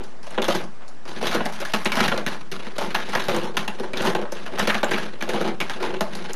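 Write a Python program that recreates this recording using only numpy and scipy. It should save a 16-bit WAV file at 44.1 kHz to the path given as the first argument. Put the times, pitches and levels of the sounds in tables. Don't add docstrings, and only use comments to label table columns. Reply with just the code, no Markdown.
import sys
import numpy as np
from scipy import signal
from scipy.fft import rfft, irfft
from scipy.io import wavfile
from scipy.ndimage import uniform_filter1d

SR = 44100
rng = np.random.default_rng(int(sys.argv[2]) if len(sys.argv) > 2 else 0)


def master_out(mix):
    frames = np.transpose(np.atleast_2d(mix))
    ceiling = np.clip(frames, -1, 1)
    pcm = np.round(ceiling * 32767).astype(np.int16)
    wavfile.write(sys.argv[1], SR, pcm)


def makeup_ratio(level_db):
    decades = np.asarray(level_db, float) / 20
    return 10 ** decades


N = 280035


def evened(x):
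    return x / np.sqrt(np.mean(x ** 2) + 1e-20)


def read(points, hz):
    f, value = np.transpose(points)
    return np.interp(np.log(hz + 1), np.log(f + 1), value)


def add(mix, s, sound):
    part = mix[..., round(s * SR):][..., :sound.shape[-1]]
    part += sound[..., :part.shape[-1]]


def colour(points, modes=()):
    hz = abs(np.fft.fftfreq(8192, 1 / SR))
    gain = makeup_ratio(np.maximum(read(points, hz), -90))
    lift = 1
    for mode_hz, width_hz, db in modes:
        lift = lift + 2.9 * makeup_ratio(db) / np.sqrt(1 + (2 * (hz - mode_hz) / width_hz) ** 2)
    log_spectrum = np.conj(signal.hilbert(np.log(gain * lift)))
    taps = np.fft.ifft(np.exp(log_spectrum)).real[:4096]
    return taps / np.linalg.norm(taps)


def ring(x, hz, width_hz):
    r = np.exp(-np.pi * width_hz / SR)
    return signal.lfilter([1, 0, -1], [1, -2 * r * np.cos(2 * np.pi * hz / SR), r * r], x)


def contacts(count, per_s, spread_db):
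    chance, size, sign = rng.random((count, 3)).T
    size_db = spread_db * np.minimum(-np.log(size + 1e-9), 4)
    return evened((chance < per_s / SR) * makeup_ratio(size_db) * np.sign(sign - 0.5))


# (frequency [Hz], density [dB per Hz])
HUSH = [(20, -38), (60, -13), (120, 3.5), (220, 8.5), (700, 3), (1600, -2), (3000, -11), (6000, -15),
        (8000, -24), (10000, -29), (14000, -13.5)]
# (frequency [Hz], level [dB])
WHINES = [(7364, -76), (8635, -75)]


def hush():
    hz, t = np.fft.rfftfreq(N, 1 / SR), np.arange(N) / SR
    spectrum = rfft(rng.standard_normal(N)) * makeup_ratio(read(HUSH, hz))
    noise = makeup_ratio(-47.5) * evened(irfft(spectrum, N))
    for whine_hz, db in WHINES:
        noise = noise + np.sqrt(2) * makeup_ratio(db) * np.sin(2 * np.pi * whine_hz * t)
    return noise


# (frequency [Hz], 60 dB decay time [s])
ROOM = [(150, 0.7), (500, 0.33), (1500, 0.42), (4000, 0.043), (10000, 0.26)]


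def room(x):
    taps = np.zeros(SR // 2)
    at = np.arange(200, len(taps) - 20, 20)
    taps[at + rng.integers(0, 20, len(at))] = rng.choice([-1., 1.], len(at))
    hz, t, z = signal.stft(taps, SR, nperseg=256)
    decay = makeup_ratio(-60 * t / read(ROOM, hz)[:, None])
    tail = signal.istft(z * decay, SR, nperseg=256)[1]
    return signal.fftconvolve(x, tail / np.linalg.norm(tail))[:N]


# (frequency [Hz], width [Hz], lift [dB])
BASE_MODES = [(221, 43, 3.7)]
# (frequency [Hz], level [dB])
BASE_COLOUR = [(40, -52), (70, -24), (110, -16.5), (170, -8), (240, -9.5), (300, -13), (600, -78)]
# (frequency [Hz], width [Hz], lift [dB])
TUBE_MODES = [(376, 35, 3.5), (511, 51, 10)]
# (frequency [Hz], level [dB])
TUBE_COLOUR = [(150, -32), (260, -23), (330, 2), (600, -10), (800, -12.5), (1200, -33), (2000, -119)]
# (frequency [Hz], density [dB per Hz])
PANEL_COLOUR = [(350, -31.5), (600, -3), (981, -3), (1290, -4.5), (1450, -1.5), (2070, -5.5), (2610, -5.5),
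                (2820, -4), (4000, -9.5), (5200, -28), (8800, -120)]
# (frequency [Hz], density [dB per Hz])
PAPER_COLOUR = [(1880, -7), (3200, -19.5), (3620, -9.5), (4590, -1), (6190, -2.5), (8010, -16), (9860, -9),
                (10900, -12.5), (12200, -11.5), (12900, -11), (13800, -53)]


def bodies(drive):
    base = colour(BASE_COLOUR, BASE_MODES)
    tubes = colour(TUBE_COLOUR, TUBE_MODES)
    responses = np.array([base, tubes, colour(PANEL_COLOUR), colour(PAPER_COLOUR)])
    return signal.oaconvolve(drive, responses, axes=1)[:, :N].sum(0)


# (time [s], peak level [dB])
TICKS = [(0.307, -32), (0.419, -40), (0.8854, -36.5), (1.27, -33), (1.4543, -21), (1.8482, -16),
         (2.0787, -22), (2.782, -21), (3.0932, -26), (3.364, -14.5), (4.018, -24), (4.0437, -33),
         (4.3206, -32), (4.5928, -12.5), (4.8437, -16.5), (4.908, -28), (6.154, -26.5), (6.333, -15.5)]


def ticks():
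    out, t = np.zeros(N), np.arange(600) / SR
    glass_hz, width_hz = 6900, 4500
    for s, db in TICKS:
        first = np.exp(-t / 0.0007)
        rebound = 1.6 * (t > 0.002) * np.exp(-t / 0.0016)
        touch = contacts(len(t), 12000, 2.1) * (first + rebound)
        bright = ring(ring(touch, glass_hz, width_hz), glass_hz, width_hz)
        add(out, s, makeup_ratio(db - 3.5) * bright / abs(bright).max())
    return out


# (start [s], length [s], panel level [dB], tube share [dB])
RUNS = [(0, 0.059, -47, 3), (.25, 0.12, -40.5, -6), (0.463, 0.067, -25.5, -9), (.76, 0.14, -71, -34),
        (1.062, 0.23, -36.5, -3.5), (1.198, 0.15, -30, -14), (1.365, 0.1, -37, 3.5),
        (1.477, 0.358, -36.5, -17), (1.938, .11, -23.5, -7), (2.12, 0.053, -35.5, 5.5),
        (2.242, 0.091, -33, -10), (2.514, 0.17, -37.5, -4), (2.742, 0.35, -33, -1.5),
        (3.08, 0.18, -32, -7.5), (3.28, 0.15, -32.5, 7.5), (3.515, 0.29, -42, 4), (3.818, 0.11, -50.5, 16),
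        (3.943, 0.15, -29, 2), (4.164, 0.066, -50, 20.5), (4.302, 0.16, -37, -5), (4.5, 0.052, -37, 4.5),
        (4.573, 0.2, -30.5, -4), (4.863, 0.19, -33.5, -3.5), (5.054, 0.23, -50, 4),
        (5.25, 0.22, -40.5, 12.5), (5.315, 0.17, -33, 6), (5.545, 0.068, -60, 14), (5.668, 0.08, -35.5, -4),
        (5.768, 0.21, -41.5, 14), (6.09, 0.21, -35, -1.5)]


def rolling():
    t, power = np.arange(N) / SR, np.zeros((4, N))
    rise_s, fade_db_per_s = 0.032, 180
    for start, length, db, tube_db in RUNS:
        overrun_s = np.maximum(t - start - length, 0)
        shape = np.clip((t - start) / rise_s, 0, 1) * makeup_ratio(db - fade_db_per_s * overrun_s)
        base_db = -2 + 0.53 * tube_db
        paper_db = -11 - 0.1 * (db + 42) - 0.18 * tube_db
        shares = makeup_ratio(np.array([base_db, tube_db, 0, paper_db]))
        power += np.outer(shares ** 2, shape ** 2)
    slow = uniform_filter1d(uniform_filter1d(rng.standard_normal(N), 400), 400)
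    lumps_db = 3.84 * evened(slow)
    return contacts(N, 6000, 4.2) * makeup_ratio(lumps_db - 5.5) * np.sqrt(power)


def land(drive, rows, panel_hz, ring_share, chatter_s):
    t = np.arange(4000) / SR
    for s, db, tube_db, paper_db in rows:
        hold = 1 / (1 + (t / max(chatter_s, 0.002)) ** 2.26)
        touch = contacts(len(t), 5000, 4.18)
        touch[2] = 3.8
        touch /= np.sqrt(np.sum((touch * hold) ** 2) / np.sum(hold ** 2))
        settle = 0.18 * np.exp(-t / 0.16)
        chatter = touch * (hold + settle)
        energy = np.linalg.norm(chatter)

        base = makeup_ratio(0.34 * tube_db - 3.0) * chatter
        thump = 0.7 * chatter + 0.7 * np.exp(-t / 0.00049)
        panel = ring(touch * hold, panel_hz, 40 + 0.12 * panel_hz)
        panel *= ring_share * energy / np.linalg.norm(panel)
        soft_hz = max(6500 * makeup_ratio(paper_db + 3.0), 700)
        body = signal.lfilter([1], [1, -np.exp(-2 * np.pi * soft_hz / SR)], chatter)
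        body *= 0.55 * energy / np.linalg.norm(body)
        crisp = chatter * (1 + 1.1 * np.exp(-t / 0.0029))

        forces = np.array([base, makeup_ratio(tube_db) * thump, body + panel, makeup_ratio(paper_db) * crisp])
        add(drive, s, makeup_ratio(db - 15.0) * forces)


# (time [s], panel peak [dB], tube share [dB], surface share [dB])
KNOCKS = [(.267, -28.5, -17, -6), (.378, -13.5, 11, -21.5), (.482, -12.5, 7, -7.5), (.501, -15.5, -30, -7),
          (.599, -33, 3, -18), (.639, -45, -5, 9), (1.054, -31, 0, -9), (1.207, -32, -23, -19),
          (1.227, -17, 8, -10), (1.404, -16, 3, -32), (1.493, -33, -12, -1), (1.615, -20, -6, -10),
          (2.117, -11.5, -4, -18), (2.177, -15, 1, -11), (2.782, -15, -8, -8.5), (4.098, -23.5, -18, -10),
          (4.15, -11.5, 0, -14), (4.215, -22.5, -4, -13), (4.251, -26, -7, -31), (4.321, -22.5, 4.5, -3),
          (4.585, -16, -4, -9), (4.673, -10.5, 3, -8), (4.831, -10, 2.5, -15), (5.805, -25.5, -15, -11),
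          (6.008, -12.5, 0, -7.5), (6.296, -41.5, 22, 2), (6.34, -31, -21, -7)]
# (time [s], panel peak [dB], tube share [dB], surface share [dB])
DROPS = [(.306, -34, -8, -12), (.809, -34.5, -13, -29), (.88, -41.5, -14, 4), (1.131, -32, 3, -6),
         (1.346, -11, 6.5, -11), (1.97, -14, -7, -13), (3.284, -12, -2, -9.5), (3.996, -22, -19, -31),
         (4.359, -32, 9, -18), (4.462, -24.5, -1, -12), (4.575, -21, -22, -20), (5.291, -15, -9, -9.5),
         (5.448, -20.5, 0, -19), (5.9, -29.5, -7, -22)]
# (time [s], panel peak [dB], tube share [dB], surface share [dB])
TAPS = [(.004, -30.5, 7, -17), (.037, -39, -8, 4), (.55, -13.5, 8, -6.5), (.822, -39, 4, -28),
        (1.457, -14, -9, -10.5), (1.939, -23, 5, -8), (2.04, -14, -25, -9), (3.089, -28, -8, -9),
        (3.798, -23, 11.5, -9), (4.022, -16.5, -18, -9), (4.535, -30, 9, -17), (5.335, -16, 9, -11),
        (5.36, -20, -11, -28), (5.412, -19.5, 6, -9.5), (5.476, -20.5, -9, -12), (5.94, -20.5, -16, -16.5),
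        (6.124, -54, -1, -12), (6.152, -25, -1, -3), (6.242, -24.5, -19, -14)]
# (time [s], panel peak [dB], tube share [dB], surface share [dB])
CLACKS = [(.345, -27, -4, -10), (1.313, -15.5, -16, -11), (1.602, -24.5, 6, -2), (1.651, -17, -23, -8),
          (2.002, -24, -17, -12), (2.08, -10.5, 1, -10), (2.264, -10.5, -3, -10.5),
          (2.946, -7.5, -23, -11.5), (3, -21, -22, -14), (3.151, -9, 3.3, -11), (3.239, -28, -17, -1),
          (4.595, -7, -50, -12), (4.697, -6, -38, -17), (4.744, -9, -8, -15), (4.912, -10, -2, -11.5),
          (4.978, -17, -16, -10), (5.224, -15, -4.5, -11), (5.673, -37, -16, -21), (5.697, -15, -3, -10)]
# (time [s], panel peak [dB], tube share [dB], surface share [dB])
SNAPS = [
    (1.856, -7.5, -3, -11.5),
    (1.919, -11, -22, -9),
    (3.934, -16.5, 0.5, -14),
    (4.933, -12, 2.5, -14.5),
    (5.208, -19.5, -12, -13),
    (5.603, -11, -4, -9.5),
]
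# (time [s], panel peak [dB], tube share [dB], surface share [dB])
SKIDS = [(.23, -34.5, -16, -4), (1.079, -37.5, -20, 1.5), (1.524, -28.5, -22, -2), (1.954, -16, -20, -7),
         (2.025, -18.5, -14, -13), (2.314, -34, -2, -4), (2.655, -38, 10, -18), (2.81, -19, 5, -8),
         (3.133, -16.5, -29, -18), (3.345, -17, -1, -10.5), (3.433, -23, -13, -8.5), (3.83, -26, 9.5, -11),
         (4.049, -14, 2, -8.5), (5.826, -16, 5, -12.5)]
# (time [s], panel peak [dB], tube share [dB], surface share [dB])
SLAMS = [
    (1.736, -7, -3.5, -9),
    (2.516, -20.5, 1, -4.5),
    (3.569, -7.5, -7, -10),
    (3.678, -13.5, -13, -11.5),
]
# (time [s], panel peak [dB], tube share [dB], surface share [dB])
CHINKS = [
    (.419, -14, -24, -10),
    (.443, -17, -12, -8),
    (1.27, -13, -8, -8.5),
    (1.29, -19, -5, -17),
    (3.197, -17.5, -13, -10.5),
    (3.973, -18, -3, -9),
    (5.734, -26, -6.5, -12),
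]


def landings():
    drive = np.zeros((4, N))
    land(drive, KNOCKS, panel_hz=565, ring_share=0.54, chatter_s=0.012)
    land(drive, DROPS, panel_hz=487, ring_share=0.55, chatter_s=0.019)
    land(drive, TAPS, panel_hz=810, ring_share=0.21, chatter_s=0.014)
    land(drive, CLACKS, panel_hz=1690, ring_share=0.23, chatter_s=0.011)
    land(drive, SNAPS, panel_hz=2260, ring_share=0.34, chatter_s=0.011)
    land(drive, SKIDS, panel_hz=920, ring_share=0.26, chatter_s=0.04)
    land(drive, SLAMS, panel_hz=2770, ring_share=0.2, chatter_s=0.012)
    land(drive, CHINKS, panel_hz=3480, ring_share=0.43, chatter_s=0.015)
    return drive


def scene():
    track = bodies(landings() + rolling()) + ticks()
    return np.tile(track + makeup_ratio(-10.5) * room(track) + hush(), (2, 1))


def dip(x):
    power = uniform_filter1d(np.diff(x, prepend=0) ** 2, size=180)
    power_db = 10 * np.log10(abs(power) + 1e-12)
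    rise_db = np.roll(power_db, -300) - power_db
    return x / makeup_ratio(uniform_filter1d(0.66 * np.maximum(rise_db - 9.0, 0), size=90))


def spectral_tiles(x):
    hz, t, z = signal.stft(x, SR, nperseg=1024, noverlap=768)
    band, frame = (hz // 500).astype(int), (t * SR // 1024).astype(int)
    step, hole, part = rng.random((frame[-1] + 1, band[-1] + 2, 3)).T

    treble_db = 10 * np.log10((abs(z[hz > 6000]) ** 2).sum(0) + 1e-12)
    held_db = np.maximum.reduceat(treble_db, np.flatnonzero(np.diff(frame, prepend=-1)))
    loud_db = 0.68 * held_db + 0.4 * uniform_filter1d(held_db, size=3)
    ceiling_hz = np.minimum(10300 + 130 * (loud_db + 66.0), 13900)
    below = 500 * band[:, None] < ceiling_hz[frame]
    whole = (hole > 0.012)[band][:, frame] | (hz < 4200)[:, None]
    z = z * (below * whole) * makeup_ratio(5.9 * (step - 0.5))[band][:, frame]

    wide = (part[-1] < 0.045) & (np.arange(len(part)) > 8)[:, None]
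    stray = uniform_filter1d(1. * (part < 0.016), size=2, axis=1) * 2
    parted = makeup_ratio(-5.5) * stray + makeup_ratio(-12) * wide
    phase = np.exp(2j * np.pi * rng.random(z.shape))
    side = abs(z) * parted[band][:, frame] * (hz > 500)[:, None] * phase
    return signal.istft(np.array([z + side, z - side]), SR, nperseg=1024, noverlap=768)[1][:, :N]


def band_limit(x):
    return signal.sosfilt(signal.butter(12, 14000, fs=SR, output="sos"), x)


def record(dry):
    offset = -0.0644
    mix = spectral_tiles(dip(dry[0])) + offset
    return band_limit(mix)


dry = scene()
out = record(dry)
master_out(out)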